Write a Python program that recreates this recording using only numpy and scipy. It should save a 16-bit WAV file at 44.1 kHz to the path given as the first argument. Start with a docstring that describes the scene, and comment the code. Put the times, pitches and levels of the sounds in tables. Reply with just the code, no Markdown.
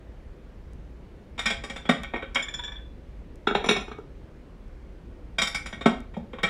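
"""Ceramic plates are stood in a rack on a wooden cabinet shelf and lifted off a stack, in a quiet kitchen.
Each contact is a short chatter that rings the plate and knocks the wood; one plate rocks to rest.
A small hard room answers; a low hum, room air and a faint tick lie underneath."""
import sys
import numpy as np
from scipy import signal
from scipy.fft import rfft, irfft, next_fast_len
from scipy.io import wavfile
from scipy.ndimage import uniform_filter1d

SR = 44100
rng = np.random.default_rng(int(sys.argv[2]) if len(sys.argv) > 2 else 0)


def materialize(psi):
    """Save the field psi as 16-bit PCM at rate SR to the path in sys.argv[1].

    A 1-D psi becomes a single channel; in a 2-D psi each row is a channel.
    """
    bounded = np.clip(np.atleast_2d(psi).T, -1, 1)
    quanta = np.round(bounded * 32767).astype(np.int16)
    wavfile.write(sys.argv[1], SR, quanta)


N = 286209

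# Wooden shelf modes. Each row: frequency in Hz, width in Hz, relative level in dB.
SHELF_MODES = [(187.8, 36, -1), (230.7, 21.7, 1.5), (344, 26, -9.5), (445, 83, -4), (544.5, 28.5, -1.5),
               (676, 280, -7.5), (814, 300, -5.5), (1135, 180, -7.5)]


def amp(db):
    """dB to gain."""
    return 10 ** (np.asarray(db) / 20)


def along(points, hz):
    """Interpolate (Hz, value) points on a log axis."""
    f, v = np.transpose(points)
    return np.interp(np.log(hz + 1), np.log(f + 1), v)


def filtered(x, response):
    """Filter x by response(hz)."""
    m = next_fast_len(x.shape[-1] + 4096)
    return irfft(rfft(x, m) * response(np.fft.rfftfreq(m, 1 / SR)), m)[..., :x.shape[-1]]


def to_peak(x, db):
    """Scale x so its loudest 4 ms has an RMS of db."""
    return amp(db) * x / np.sqrt(np.max(uniform_filter1d(x ** 2, size=176)))


def air(rms_db=-43, patch_db=0.97):
    """Hum and hiss of the room, in slightly uneven patches."""
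    # Each row: frequency in Hz, relative density in dB.
    spectrum = [(13, -44), (22, -0.5), (59, 5), (80, -6), (179, -11), (205, -12), (409, -15), (444, -20.5),
                (482, -16), (730, -27), (2140, -35), (16000, -64.5)]
    z = signal.stft(rng.standard_normal(N + 512), nperseg=1024)[2]
    patches = uniform_filter1d(rng.standard_normal(z.shape), size=8, axis=0)
    patches = uniform_filter1d(patches, size=8, axis=1)
    noise = signal.istft(z * amp(patch_db * patches / patches.std()), nperseg=1024)[1][:N]
    noise = filtered(noise, lambda hz: amp(along(spectrum, hz)))
    return amp(rms_db) * noise / noise.std()


def ticks(centre_hz=7000, width_hz=9000, top_hz=12500):
    """Faint dry ticks about 1.3 s apart: band-passed impulses."""
    # Each row: start in seconds, relative level in dB.
    events = [(0.7342, -42), (2.0348, -26.5), (3.3578, -40.5), (4.6827, -54), (6.0049, -37)]
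    impulses = np.zeros(N)
    for start_s, db in events:
        impulses[round(start_s * SR)] = amp(db + 8)
    band = lambda hz: 1j * hz * width_hz / (centre_hz ** 2 - hz * hz + 1j * hz * width_hz)
    return filtered(impulses, lambda hz: band(hz) ** 2 / (1 + (hz / top_hz) ** 10))


def rack():
    """Plates stood in the rack ring with their neighbours and knock the shelf."""
    # Rows as in contacts() and ringing().
    touches = [(1.3786, -40, -15, -42, 2540), (1.3902, -27.5, -13.5, -41, 3700),
               (1.4569, -21.5, -10.5, -32, 2320), (1.501, -27, -11, -34, 3200),
               (1.6368, -39.5, -8, -36, 2160), (1.6974, -39.5, -11, -36.5, 2160),
               (1.7605, -39.5, -12.5, -39, 3650), (1.8528, -41.5, -22, -45.5, 3250),
               (1.8905, -25, -14.5, -13, 1900), (2.0323, -34.5, -22, -48.5, 2250),
               (2.136, -36, -33, -30.5, 2320), (2.1587, -33.5, -29.5, -46.5, 2280),
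               (2.2229, -40, -32, -39, 1520), (2.3462, -36.5, 0.5, -40, 3500),
               (2.356, -22.5, -45, -32, 1610), (5.3837, -22, -11.5, -32.5, 2600),
               (5.4163, -22.5, -5, -32, 3730), (5.4703, -29, -4, -48, 3670), (5.5455, -27, -7.5, -38, 2220),
               (5.6585, -38.5, -9, -40, 2420), (5.7261, -41.5, -15, -37.5, 1700),
               (5.8094, -41.5, -18.5, -37, 3650), (5.8579, -31.5, -16, -10.5, 1550),
               (6.1388, -54, -23, -50, 2250), (6.166, -72.5, -12.5, -22.5, 2340),
               (6.332, -48.5, -27, -38.5, 1550), (6.3844, -47, -28, -39.5, 2350),
               (6.4318, -23, -17.5, -27, 2360)]
    plate_modes = [(1335, 25, -12), (1520, 50, -6), (1880, 45, -8), (2160, 35, -3), (2245, 28, -1),
                   (2330, 35, -3), (3250, 45, -8), (3680, 50, -3), (4850, 55, -18), (5250, 45, -14),
                   (5700, 55, -15), (7000, 70, -15), (7900, 30, -24), (8530, 45, -24), (9670, 14, -25),
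                   (10700, 35, -30), (12040, 24, -35), (14300, 200, -42)]
    return contacts(touches, plate_modes, SHELF_MODES, thud_top_hz=300, neighbour_db=0, spread=0.0235,
                    chatter_t60_s=0.032, knock_trim_db=-1, rattle_trim_db=3)


def ringing(modes, t, detune=1):
    """One dying sine per mode. Each row: frequency in Hz, width in Hz, relative level in dB."""
    hz, width_hz, db = np.transpose(modes)[:, :, None]
    width_hz = np.abs(width_hz)
    envelope = np.exp(-np.pi * width_hz * t) * (1 - np.exp(-t / 0.0015))
    return amp(db) * width_hz * np.sin(2 * np.pi * hz * detune * t) * envelope


def contacts(touches, plate, wood, thud_top_hz, neighbour_db, spread, chatter_t60_s,
             knock_trim_db, rattle_trim_db, treble_hz=4500, scatter_db=4.5):
    """Each touch chatters, rattles and rings plate, neighbours and wood; the room answers.
    Each row: start in seconds, ring in dB, treble in dB re ring, thud in dB, favoured mode in Hz."""
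    # Unpitched rattle. Each row: frequency in Hz, relative density in dB.
    rattle_spectrum = [(250, -47), (500, -7.5), (1840, -3.5), (2800, -7.5), (3700, -9), (4500, -15.5),
                       (7000, -13.5), (12500, -38.5), (16000, -75)]
    out, t = np.zeros(N + SR), np.arange(SR // 3) / SR
    plates = [ringing(plate, t)]
    for side in (-1, 1):  # neighbours are alike but not equal
        detune = 1 + side * spread * rng.uniform(.5, 2.1, (len(plate), 1))
        plates.append(amp(neighbour_db) * ringing(plate, t, detune))
    modes = np.vstack([*plates, ringing(wood, t)])
    mode_hz = np.array(list(plate) * len(plates) + list(wood))[:, 0]
    ceramic = np.arange(len(modes)) < len(modes) - len(wood)
    upper = mode_hz > np.where(ceramic, treble_hz, thud_top_hz)
    # thud, knock, ring, treble ring
    groups = np.array([~ceramic & ~upper, ~ceramic & upper, ceramic & ~upper, ceramic & upper])
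    near_mode = lambda hz: np.exp(-(np.log((hz + 1) / mode_hz[:, None]) / .02) ** 2).max(axis=0)
    bands = lambda hz: np.where(hz < treble_hz, .35, .16) + near_mode(hz)
    gaps_s = np.diff(np.array(touches)[:, 0], append=N / SR)
    fall = amp(-60 * t / chatter_t60_s) * (1 - np.exp(-t / 0.003))
    low_cut = signal.butter(4, 160, "high", fs=SR, output="sos")  # small things radiate no deep bass
    for (start_s, ring_db, treble_db, thud_db, favoured_hz), gap_s in zip(touches, gaps_s):
        chatter = (fall * rng.standard_normal(len(t)) ** 3)[:SR // 10]  # spiky micro-bounces
        chatter[40] += .6 * np.linalg.norm(chatter)  # the leading blow
        push = chatter * fall[:len(chatter)] ** 2  # heavy wood feels mostly the first blow

        strength = amp(scatter_db * np.where(ceramic, 1, .5) * rng.standard_normal(len(modes)))
        strength *= rng.choice([-1, 1], len(modes))
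        strength *= amp(12 * np.exp(-(np.log(mode_hz / favoured_hz) / 0.09) ** 2))  # struck spot
        responses = (strength * groups) @ modes
        parts = signal.fftconvolve(responses, [push, push, chatter, chatter], axes=1)[:, :len(t)]
        thud_excess_db = thud_db - ring_db
        knock_db = ring_db + 0.89 * thud_excess_db + knock_trim_db
        knock_db -= 0.55 * np.clip(treble_db + 15.5, -10, 10)  # duller contacts knock harder
        levels_db = thud_db, knock_db, ring_db, ring_db + treble_db
        hit = sum(to_peak(part, db) for part, db in zip(parts, levels_db))

        burst = rng.standard_normal(len(t)) * amp(-60 * t / 0.1) * (1 - np.exp(-t / 0.002))
        shine_db = lambda hz: along([(3500, 0), (5000, treble_db + 7.5)], hz)
        rattle = filtered(burst, lambda hz: amp(along(rattle_spectrum, hz) + shine_db(hz)) * bands(hz))
        hit += to_peak(rattle, ring_db + 0.38 * thud_excess_db + rattle_trim_db)

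        # Damped by the next touch or by coming to rest, sooner after a heavy landing.
        rest_s = .09 * amp(-0.74 * max(thud_excess_db, 0))
        hit *= amp(-300 * np.maximum(t - min(gap_s, rest_s), 0))
        hit = signal.sosfilt(low_cut, hit)
        out[round(start_s * SR):][:len(t)] += hit + amp(-5.5) * kitchen(hit)
    return out[:N]


def kitchen(x):
    """Room reverberation; the treble dies soonest."""
    # Each row: frequency in Hz, T60 in seconds.
    decay = [(150, 0.31), (1000, 0.33), (4000, 0.33), (12000, 0.24)]
    hz, t, z = signal.stft(rng.standard_normal(SR // 3), SR, nperseg=256)
    tail = signal.istft(z * amp(-60 * t / along(decay, hz)[:, None]), SR, nperseg=256)[1]
    return signal.fftconvolve(np.pad(x, (250, 0)), tail / np.linalg.norm(tail))[:len(x)]


def rocking_plate(start_s=2.4223, first_gap_s=.0605, gap_ratio=.917, favoured_hz=3450):
    """A plate rocks to rest on alternate edges: quickening taps swell, then fade and dull."""
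    # Rows as in ringing().
    plate_modes = [(960, 22, -10), (1525, 40, -8), (1730, 70, -1), (2330, 25, -12), (3450, 27, 0),
                   (5243, 50, -16), (5650, 70, -17), (7070, 40, -10), (7480, 37, -22), (8900, 50, -29),
                   (9840, 50, -31), (10600, 50, -32), (11700, 44, -37), (12450, 40, -36)]
    tap = np.arange(9)
    tap_s = start_s + first_gap_s * (1 - gap_ratio ** tap) / (1 - gap_ratio)
    ring_db = -31 - .5 * (tap - 2.24) ** 2
    treble_db = -8.5 - 3 * tap + 5 * (-1) ** tap  # one edge is brighter
    thud_db = ring_db - 26.5
    touches = np.transpose([tap_s, ring_db, treble_db, thud_db, np.full(len(tap), favoured_hz)])
    return contacts(touches, plate_modes, SHELF_MODES, thud_top_hz=300, neighbour_db=-18, spread=0.018,
                    chatter_t60_s=0.022, knock_trim_db=-6, rattle_trim_db=-1.5)


def stack():
    """Plates lifted off a stack clatter together and knock the counter."""
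    # Touch rows as in contacts(), mode rows as in ringing().
    touches = [(3.4705, -29, -21, -19, 1400), (3.5092, -62, -32, -25, 1400),
               (3.5494, -26.5, -19.5, -20.5, 3320), (3.6409, -34.5, -14.5, -26.5, 2230),
               (3.6597, -41.5, -4, -28, 2260), (3.6873, -16.5, -12, -18, 2700),
               (3.7089, -25.5, -9, -19, 2330), (3.7629, -30, -12.5, -27.5, 2600),
               (3.8083, -60, 7, -37.5, 2160), (3.8792, -56, -13, -37, 2330),
               (3.914, -48.5, -19, -37.5, 2280), (3.9824, -72, -8, -33.5, 2300)]
    plate_modes = [(1807, 70, 2.5), (2236, 11, 8.5), (2270, 22, -7), (2485, 84, 3.5), (2720, 130, 1.5),
                   (3376, 77, 0.5), (3713, 78, 12), (4100, 45, -26), (5270, 79, -3), (5810, 155, -1.5),
                   (7140, 41, -17), (8740, 60, -56.5), (9700, 50, -44), (10050, 110, -15.5),
                   (12500, 66, -50)]
    counter_modes = [(213, 83, -3.5), (415.3, 37, 2.5), (770, 240, 2), (1010, 300, 0.5), (1337, 200, 1.5)]
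    return contacts(touches, plate_modes, counter_modes, thud_top_hz=600, neighbour_db=-10, spread=.025,
                    chatter_t60_s=0.025, knock_trim_db=0.5, rattle_trim_db=-2.5)


def scene():
    """Mono sum of all sources."""
    return (rack() + rocking_plate() + stack() + ticks() + air())[None]


def record(dry):
    """Brick-wall low-pass."""
    top_hz = 15800
    padded = np.pad(dry, ((0, 0), (0, 999)), "reflect")
    return filtered(padded, lambda hz: hz < top_hz)[:, :N]


dry = scene()
out = record(dry)
materialize(out)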